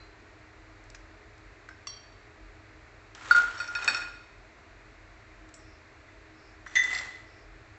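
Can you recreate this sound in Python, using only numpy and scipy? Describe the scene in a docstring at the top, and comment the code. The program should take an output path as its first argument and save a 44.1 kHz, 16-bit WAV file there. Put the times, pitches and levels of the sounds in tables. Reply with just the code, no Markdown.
"""A fan drones through a hard-walled kitchen; a lifted steel bowl rings very faintly at the start.
Short ticks and narrow pings of touched metal come and go; at 1.9 s a steel jar is tapped on the rim.
From 3.1 s a wide and a middle bowl scrape over the wooden table and knock, each blow a set of damped modes.
After a jar tap and far rasps, a small bowl is knocked at 6.8 s, then handled again, sliding and clattering.
One narrow-band microphone hears the blows and slides with the echoes of the room."""
import sys
import numpy as np
from scipy import signal
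from scipy.fft import rfft, irfft, next_fast_len
from scipy.io import wavfile
from scipy.ndimage import uniform_filter1d, map_coordinates

SR = 44100
rng = np.random.default_rng(int(sys.argv[2]) if len(sys.argv) > 2 else 0)


def volts_from_db(level):
    """Convert decibel levels to linear amplitude ratios."""
    exponent = np.asarray(level, float) / 20
    return 10 ** exponent


def pcm_store(signal):
    """Save signal as 16-bit PCM."""
    levels = np.round(np.clip(np.atleast_2d(signal), -1, 1) * 32767)
    wavfile.write(sys.argv[1], SR, levels.astype(np.int16).T)


N = 343079


def unit(x):
    """Scaled to rms 1."""
    return x / np.sqrt(np.mean(x ** 2) + 1e-20)


def along(points, hz):
    """Interpolates (Hz, value) points on a logarithmic frequency axis."""
    f, v = np.transpose(points)
    return np.interp(np.log(hz + 1), np.log(f + 1), v)


def filtered(x, response):
    """Applies a response, given as a function of frequency in Hz."""
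    m = next_fast_len(N + 8192)
    return irfft(rfft(x, m) * response(np.fft.rfftfreq(m, 1 / SR)), m)[:N]


def ring(modes, hardness_db, factor, flutter_db, rise_cycles=2.7):
    """Damped modes of one vessel; a hard blow favours the high ones, a loose hold makes each flutter."""
    longest, knot_spacing = 28000, 512  # samples
    hz, db, t60 = np.transpose(modes)[:, :, None]
    t60 = t60 * factor
    t = np.arange(min(longest, int(t60.max() * SR) + 64)) / SR
    knots = rng.standard_normal((len(hz), longest // knot_spacing + 2))
    flutter = np.array([np.interp(t * SR / knot_spacing, np.arange(len(row)), row) for row in knots])
    octaves = np.log2(hz / hz[np.argmax(db)])  # above the strongest mode
    level_db = db + hardness_db * octaves - 60 * t / t60 + flutter_db * flutter
    rise = 1 - np.exp(-t * hz / rise_cycles)  # a mode builds up over a few cycles
    return np.sum(volts_from_db(level_db) * rise * np.sin(2 * np.pi * hz * t), axis=0)


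def contact_click(click_db, hardness_db):
    """Short noise of metal meeting something; a harder blow clicks louder."""
    t = np.arange(1024) / SR
    noise = np.diff(uniform_filter1d(rng.standard_normal(len(t) + 1), size=3))
    return volts_from_db(click_db + 0.6 * hardness_db - 60 * t / 0.0083) * noise  # t60 8.3 ms


def struck(modes, blows, flutter_db, click_db, rise_cycles=2.7, rocking=False):
    """Each blow rings the vessel and clicks; a rocking bowl's next contact stills the last ring."""
    stop_s = 0.0035  # time constant of that stilling
    out = np.zeros(N + 28000)
    next_times = [row[0] for row in blows[1:]] + [np.inf]
    for (s, db, hardness_db, factor), next_s in zip(blows, next_times):
        start = round(s * SR)
        tone = ring(modes, hardness_db, max(factor, 0.02), flutter_db, rise_cycles)
        if rocking:
            past_next = np.maximum(s + np.arange(len(tone)) / SR - next_s, 0)
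            tone = tone * np.exp(-past_next / stop_s)
        click = contact_click(click_db, hardness_db)
        out[start:][:len(tone)] += volts_from_db(db) * tone
        out[start:][:len(click)] += volts_from_db(db) * click
    return out[:N]


def pressure(pushes, start_s, lag_s):
    """Gain of a slide: each push of the hand swells to its peak and eases off."""
    swell_db_per_s, ease_db_per_s = 89.5, 96.5
    t = np.arange(N) / SR
    swells = []
    for s, db in pushes:
        after = t - s - lag_s
        swells.append(db + np.minimum(swell_db_per_s * after, -ease_db_per_s * after))
    return volts_from_db(np.max(swells, axis=0)) * (t > start_s)


def slid(pushes, start_s, modes, bright_db, rattle_db, hardness_db, factor):
    """Stick and slip on wood: grains of uneven size, heard directly and through the damped bowl."""
    # colour of the scrape before bright_db tilts it: f/Hz, level/dB per Hz (relative)
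    scrape_colour = [(120, -41), (200, -6.5), (350, -6), (700, -1.5), (1500, 6.5), (3000, -1.5),
                     (5000, -6.5), (7500, -6.5), (9000, -20.5)]
    rattle_lag_s = 0.016  # a bowl rattles most as the push lets go
    lumps = map_coordinates(rng.standard_normal(N // 150 + 4), [np.arange(N) / 150])
    grains = unit(rng.standard_normal(N) * volts_from_db(2.5 * lumps))

    def colour(hz):
        tilt_db = bright_db * np.log2(np.maximum(hz / 1500, 1))  # dB per octave above 1500 Hz
        return volts_from_db(along(scrape_colour, hz) + tilt_db)

    scrape = pressure(pushes, start_s, 0) * unit(filtered(grains, colour))
    body = ring(modes, hardness_db, factor, flutter_db=0)
    shaking = volts_from_db(rattle_db) * pressure(pushes, start_s, rattle_lag_s) * grains
    return scrape + signal.fftconvolve(shaking, body / np.linalg.norm(body))[:N]


def wide_bowl():
    """A wide bowl in a firm hold rocks, each contact cutting off the last ring, and slides."""
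    # modes: f/Hz, level/dB (relative), t60/s before each blow's factor
    modes = [(1423, 0, .12), (1453, -16, .12), (1385, -19, .12), (1478, -12, .1), (1322, -22, .15),
             (1268, -24, .15), (1950, -22, .05), (2525, -35, .2), (3690, -32, .4), (4490, -21, .2),
             (5600, -36, .08), (6885, -38, .06), (7850, -36, .15)]
    # blows: t/s, level/dB (strength), hardness/dB per octave, ring time factor
    blows = [(3.31, -1, -2.5, 0.51), (3.347, -10.5, -6.5, 3.2), (3.401, -16, -9, 1.2),
             (3.437, -17, -7.5, 0.87), (3.478, -21.5, -3, 0.62), (3.504, -47, 0, 0.97),
             (3.571, -28.5, 1.5, 1.1), (3.601, -24, 4.5, 0.84), (3.684, -31.5, -8, 3.5),
             (3.753, -23.5, 0, 1.4), (3.8, -35, -4, 2.7), (3.878, -23, 10, 0.82), (3.945, -30.5, -0.5, 3.8)]
    # pushes: t/s of hardest pressure, level/dB of the scrape there
    pushes = [(3.375, -34.5), (3.5, -46), (3.72, -50)]
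    knocks = struck(modes, blows, flutter_db=1.5, click_db=-23.5, rise_cycles=4.35, rocking=True)
    slide = slid(pushes, 3.148, modes, bright_db=-1.5, rattle_db=-8.5, hardness_db=1.0, factor=1.0)
    return knocks + slide


def middle_bowl():
    """A loosely held middle bowl is knocked and slid, its rings fluttering."""
    # modes: f/Hz, level/dB (relative), t60/s before each blow's factor
    modes = [(2492, -7, .5), (2514, -6, .5), (900, -16, .1), (1369, -11, .25), (1448, -12, .3),
             (1820, -11, .2), (1600, -8, .25), (1692, -10, .3), (2585, -11, .2), (3719, -10, .28),
             (4314, -9, .3), (4445, -7, .28), (5394, -6, .25), (5510, -9, .25), (5720, -12, .2),
             (6880, -18, .2), (7014, -18, .25), (7800, -18, .25)]
    # blows: t/s, level/dB (strength), hardness/dB per octave, ring time factor
    blows = [(3.601, -35, -7.5, 0.32), (3.6763, -39, 0.5, 0.15), (3.751, -26, -6, 0.33),
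             (3.8237, -33, -5.5, 0.4), (3.8773, -18, -3.5, 0.4), (3.9462, -20.5, -4, 0.17),
             (3.9686, -31, 1, 0.26), (4.0166, -35, -6.5, 0.4)]
    # pushes: t/s of hardest pressure, level/dB of the scrape there
    pushes = [(3.6, -44), (3.69, -62), (3.9, -35.5)]
    knocks = struck(modes, blows, flutter_db=3.5, click_db=-1)
    slide = slid(pushes, 3.5, modes, bright_db=-3.5, rattle_db=-11, hardness_db=14.5, factor=0.14)
    return knocks + slide


def small_bowl():
    """A small bowl is knocked and rings long in closely spaced modes that beat."""
    # modes: f/Hz, level/dB (relative), t60/s before each blow's factor
    modes = [(1985, 0, .5), (2010, 0, .5), (1535, -24, .15), (1790, -20, .2), (1860, -12, .25),
             (1895, -12, .2), (2042, -14, .25), (2261, -28, .2), (2525, -30, .2), (3542, -13.5, .7),
             (3520, -26, .4), (6142, -17, .45), (6533, -25, .5)]
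    # blows: t/s, level/dB (strength), hardness/dB per octave, ring time factor
    blows = [(6.084, -55.5, -1.5, .6), (6.7545, -25, 6.5, 1), (6.76327, -16, -12, .95),
             (6.835, -36, 0, 0.3)]
    return struck(modes, blows, flutter_db=2.0, click_db=-30.0)


def small_bowl_drop():
    """Gain under which the small bowl's knocks and their echoes abruptly drop in level."""
    # the drop: t/s, level/dB from then on
    drop = (6.915, -11)
    drop_s, drop_db = drop
    return volts_from_db(drop_db * (np.arange(N) / SR > drop_s))


def small_bowl_handled():
    """The small bowl, handled again, slides and clatters in a run of short blows."""
    # modes: f/Hz, level/dB (relative), t60/s before each blow's factor
    modes = [(750, -26.5, 0.15), (1878, -12.5, 0.3), (1978, -5, 0.4), (2015.7, -1.5, 0.31),
             (2720, -15, 0.083), (3540, -16, 0.34), (4330, -6.5, 0.028), (4670, -8, 0.032),
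             (5090, -16.5, 0.065), (5810, -19.5, 0.13), (7460, -23.5, 0.2)]
    # blows: t/s, level/dB (strength), hardness/dB per octave, ring time factor
    blows = [(6.837, -34, 9, 0.4), (6.915, -27, -4, 0.37), (6.929, -22.5, -4.5, 0.33),
             (6.936, -34, 8.5, .3), (6.948, -31.5, 8, 0.62), (6.96, -29.5, -10, 0.41),
             (6.976, -30, 6.5, 0.3), (6.986, -28.5, 7.5, 0.39), (7.004, -39, 3, 0.65),
             (7.022, -37, -5, 0.39), (7.068, -41, -8.5, 1.2), (7.125, -45.5, -7.5, 0.93),
             (7.17, -43.5, -6, 0.55)]
    # pushes: t/s of hardest pressure, level/dB of the scrape there
    pushes = [(6.68, -56), (6.85, -43.5), (6.94, -40), (6.99, -42.5)]
    knocks = struck(modes, blows, flutter_db=3.5, click_db=-18.0)
    slide = slid(pushes, 6.66, modes, bright_db=1.0, rattle_db=-1.0, hardness_db=0.5, factor=0.11)
    return knocks + slide


def jar():
    """Taps on the rim of a steel jar excite short low modes and longer high ones."""
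    # modes: f/Hz, level/dB (relative), t60/s before each blow's factor
    modes = [(1146, 7.5, 0.026), (2034, 0, 0.032), (2750, -4, 0.041), (3190, -17, 1), (3990, -24, 0.6),
             (3420, -10, 0.096), (4355, -17, 0.35), (5200, -10, 0.057), (5405, -22, .3), (6880, -21, .1),
             (4520, -12, .7), (4530, -8, 0.34), (4574, -14.5, 0.67), (4490, -8, 0.4), (5620, -12.5, 0.68),
             (5650, -9, 0.3), (5650, -8.5, 0.34), (6170, -6, 0.06), (7680, -13, 0.1)]
    # taps: t/s, level/dB (strength), hardness/dB per octave, ring time factor
    taps = [(1.8702, -34.5, 0, 0.79), (1.897, -48, -3, .9)]
    return struck(modes, taps, flutter_db=3.5, click_db=4.5)


def lifted_bowl():
    """A lifted bowl rings faintly in four damped modes."""
    # modes: f/Hz, level/dB (relative), t60/s before each blow's factor
    modes = [(1330, -6, .3), (2550, -6, .3), (4088, 0, .6), (4651, -7, .3)]
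    # blows: t/s, level/dB (strength), hardness/dB per octave, ring time factor
    blows = [(0.002, -55.5, 0, 0.85)]
    return struck(modes, blows, flutter_db=1.5, click_db=-28)


def puffs(rows):
    """Decaying puffs of noise, each in a band around its centre (octaves: half width at 1/e)."""
    length = 4096
    out, t = np.zeros(N + SR), np.arange(length) / SR
    hz = np.fft.rfftfreq(length, 1 / SR) + 1
    for s, db, centre_hz, t60, octaves in rows:
        band = np.exp(-(np.log2(hz / centre_hz) / octaves) ** 2)
        puff = irfft(rfft(rng.standard_normal(length)) * band)
        out[round(s * SR):][:length] += volts_from_db(db - 60 * t / t60) * unit(puff)
    return out[:N]


def ticks_and_pings():
    """Short dry ticks, and longer narrow pings of touched metal such as a jar tap at 5.5 s, from banded noise."""
    # ticks and pings: t/s, level/dB rms at the start, centre f/Hz, t60/s
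    touches = [(0.839, -59.5, 6000, 0.035), (0.901, -40, 6860, 0.016), (0.947, -42.5, 1900, 0.031),
               (0.947, -46.5, 5450, 0.052), (1.38, -58, 4870, 0.024), (1.688, -40.5, 1590, 0.046),
               (1.689, -49.5, 4200, 0.025), (1.69, -64, 5400, 0.26), (1.71, -53, 1560, 0.3),
               (3.149, -42.5, 3800, .03), (3.362, -31.5, 6700, 0.026), (3.545, -59, 5540, .3),
               (3.577, -47.5, 5620, 0.39), (3.68, -48, 5700, 0.13), (3.845, -30, 5700, .022),
               (5.49, -53.5, 5960, 0.023), (5.54, -48, 6000, 0.018), (5.541, -48, 7730, 0.08),
               (5.543, -56, 5600, 0.11), (5.562, -55.5, 7700, .12), (5.588, -62, 5670, 0.15),
               (6.664, -35.5, 1550, 0.046), (6.67, -59, 5870, 0.4), (6.839, -64, 7560, 0.036)]
    # the longer it lasts the narrower its band, in octaves, down to 0.042
    return puffs([(s, db, hz, t60, (0.027 / t60) ** 1.6 + 0.042) for s, db, hz, t60 in touches])


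def small_bowl_wash():
    """The small bowl's hardest knock also excites a dense wash of its modes, made as banded noise."""
    # wash: t/s, level/dB rms at the start, centre f/Hz, t60/s, width/octaves
    wash = [(6.754, -31.5, 2400, 0.15, 1.2), (6.76, -29.5, 1840, 0.52, 0.2)]
    return puffs(wash)


def far_rasps():
    """Faint high rasps from far off: narrow hiss that swells and fades."""
    # rasps: middle t/s, half length/s, centre f/Hz, level/dB rms at full swell
    rasp_rows = [(5.695, .1, 5300, -69), (6.455, 0.1, 5130, -68), (7.36, 0.1, 5200, -69)]
    t, out = np.arange(N) / SR, np.zeros(N)
    for s, half_s, centre_hz, db in rasp_rows:
        hiss = filtered(rng.standard_normal(N), lambda hz: np.exp(-((hz - centre_hz) / 600) ** 2))
        out += volts_from_db(db) * np.exp(-((t - s) / half_s) ** 4) * unit(hiss)
    return out


def kitchen(x, near_db=0):
    """Adds the hard walls' answer, each frequency dying at its own speed; a near source excites less."""
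    # decay of the room: f/Hz, t60/s
    decay = [(300, 1), (1500, 0.79), (4000, 0.78), (8000, 0.38)]
    room_db, delay = -11.5, 200  # delay in samples
    hz, t, z = signal.stft(rng.standard_normal(SR), SR, nperseg=256)
    tail = signal.istft(z * volts_from_db(-60 * t / along(decay, hz)[:, None]), SR, nperseg=256)[1]
    echoes = signal.fftconvolve(np.pad(x, (delay, 0)), tail / np.linalg.norm(tail))[:N]
    return x + volts_from_db(room_db - near_db) * echoes


def fan():
    """Broad air noise, narrow bands of it where the room resonates, and the motor's steady hum."""
    # fan and room noise: f/Hz, level/dB per Hz (relative)
    air_colour = [(82, -43), (140, -12.5), (160, -18.5), (270, -9.5), (350, -9), (590, -12), (690, -8),
                  (800, -13), (1300, -10.5), (2000, -9.5), (2500, -14), (3100, -25), (4200, -21.5),
                  (5200, -28), (7600, -30), (8300, -41.5), (10700, -85.5)]
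    # room modes the fan feeds: centre f/Hz, width/Hz at half amplitude, level/dB rms
    room_modes = [(24, 12, -75), (43.9, 9.9, -61), (56, 21, -67), (76.9, 18, -64), (103.9, 25.2, -62),
                  (128.5, 8.4, -72.5), (214.6, 13, -79.5), (316.5, 14.3, -65), (395, 11, -73),
                  (417.5, 8.3, -71), (632.5, 70, -71)]
    # motor note: f/Hz, level/dB rms
    hum = (42.5, -64.5)
    out = volts_from_db(-56) * unit(filtered(rng.standard_normal(N), lambda hz: volts_from_db(along(air_colour, hz))))
    for centre_hz, width_hz, db in room_modes:
        band = filtered(rng.standard_normal(N), lambda hz: 1 / (1 + ((hz - centre_hz) / width_hz * 2) ** 4))
        out = out + volts_from_db(db) * unit(band)
    hum_hz, hum_db = hum
    return out + volts_from_db(hum_db) * np.sqrt(2) * np.sin(2 * np.pi * hum_hz * np.arange(N) / SR)


def scene():
    """The wide bowl stands nearer, with weaker echoes; fan and rasps get no added echo."""
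    near = kitchen(wide_bowl(), near_db=3)
    small = kitchen(small_bowl()) * small_bowl_drop()
    others = small_bowl_handled() + small_bowl_wash() + middle_bowl()
    others = others + jar() + lifted_bowl() + ticks_and_pings()
    return (near + small + kitchen(others) + far_rasps() + fan())[None]


def band_limit(x):
    """A steep low-pass at the top of the band."""
    return signal.sosfilt(signal.butter(12, 8380, fs=SR, output="sos"), x)


def record(dry):
    """The single microphone channel ends steeply at its band limit."""
    top_hz = 8184  # half amplitude here
    narrow = filtered(dry[0], lambda hz: 1 / (1 + (hz / top_hz) ** 44))
    return band_limit(narrow[None])


dry = scene()
out = record(dry)
pcm_store(out)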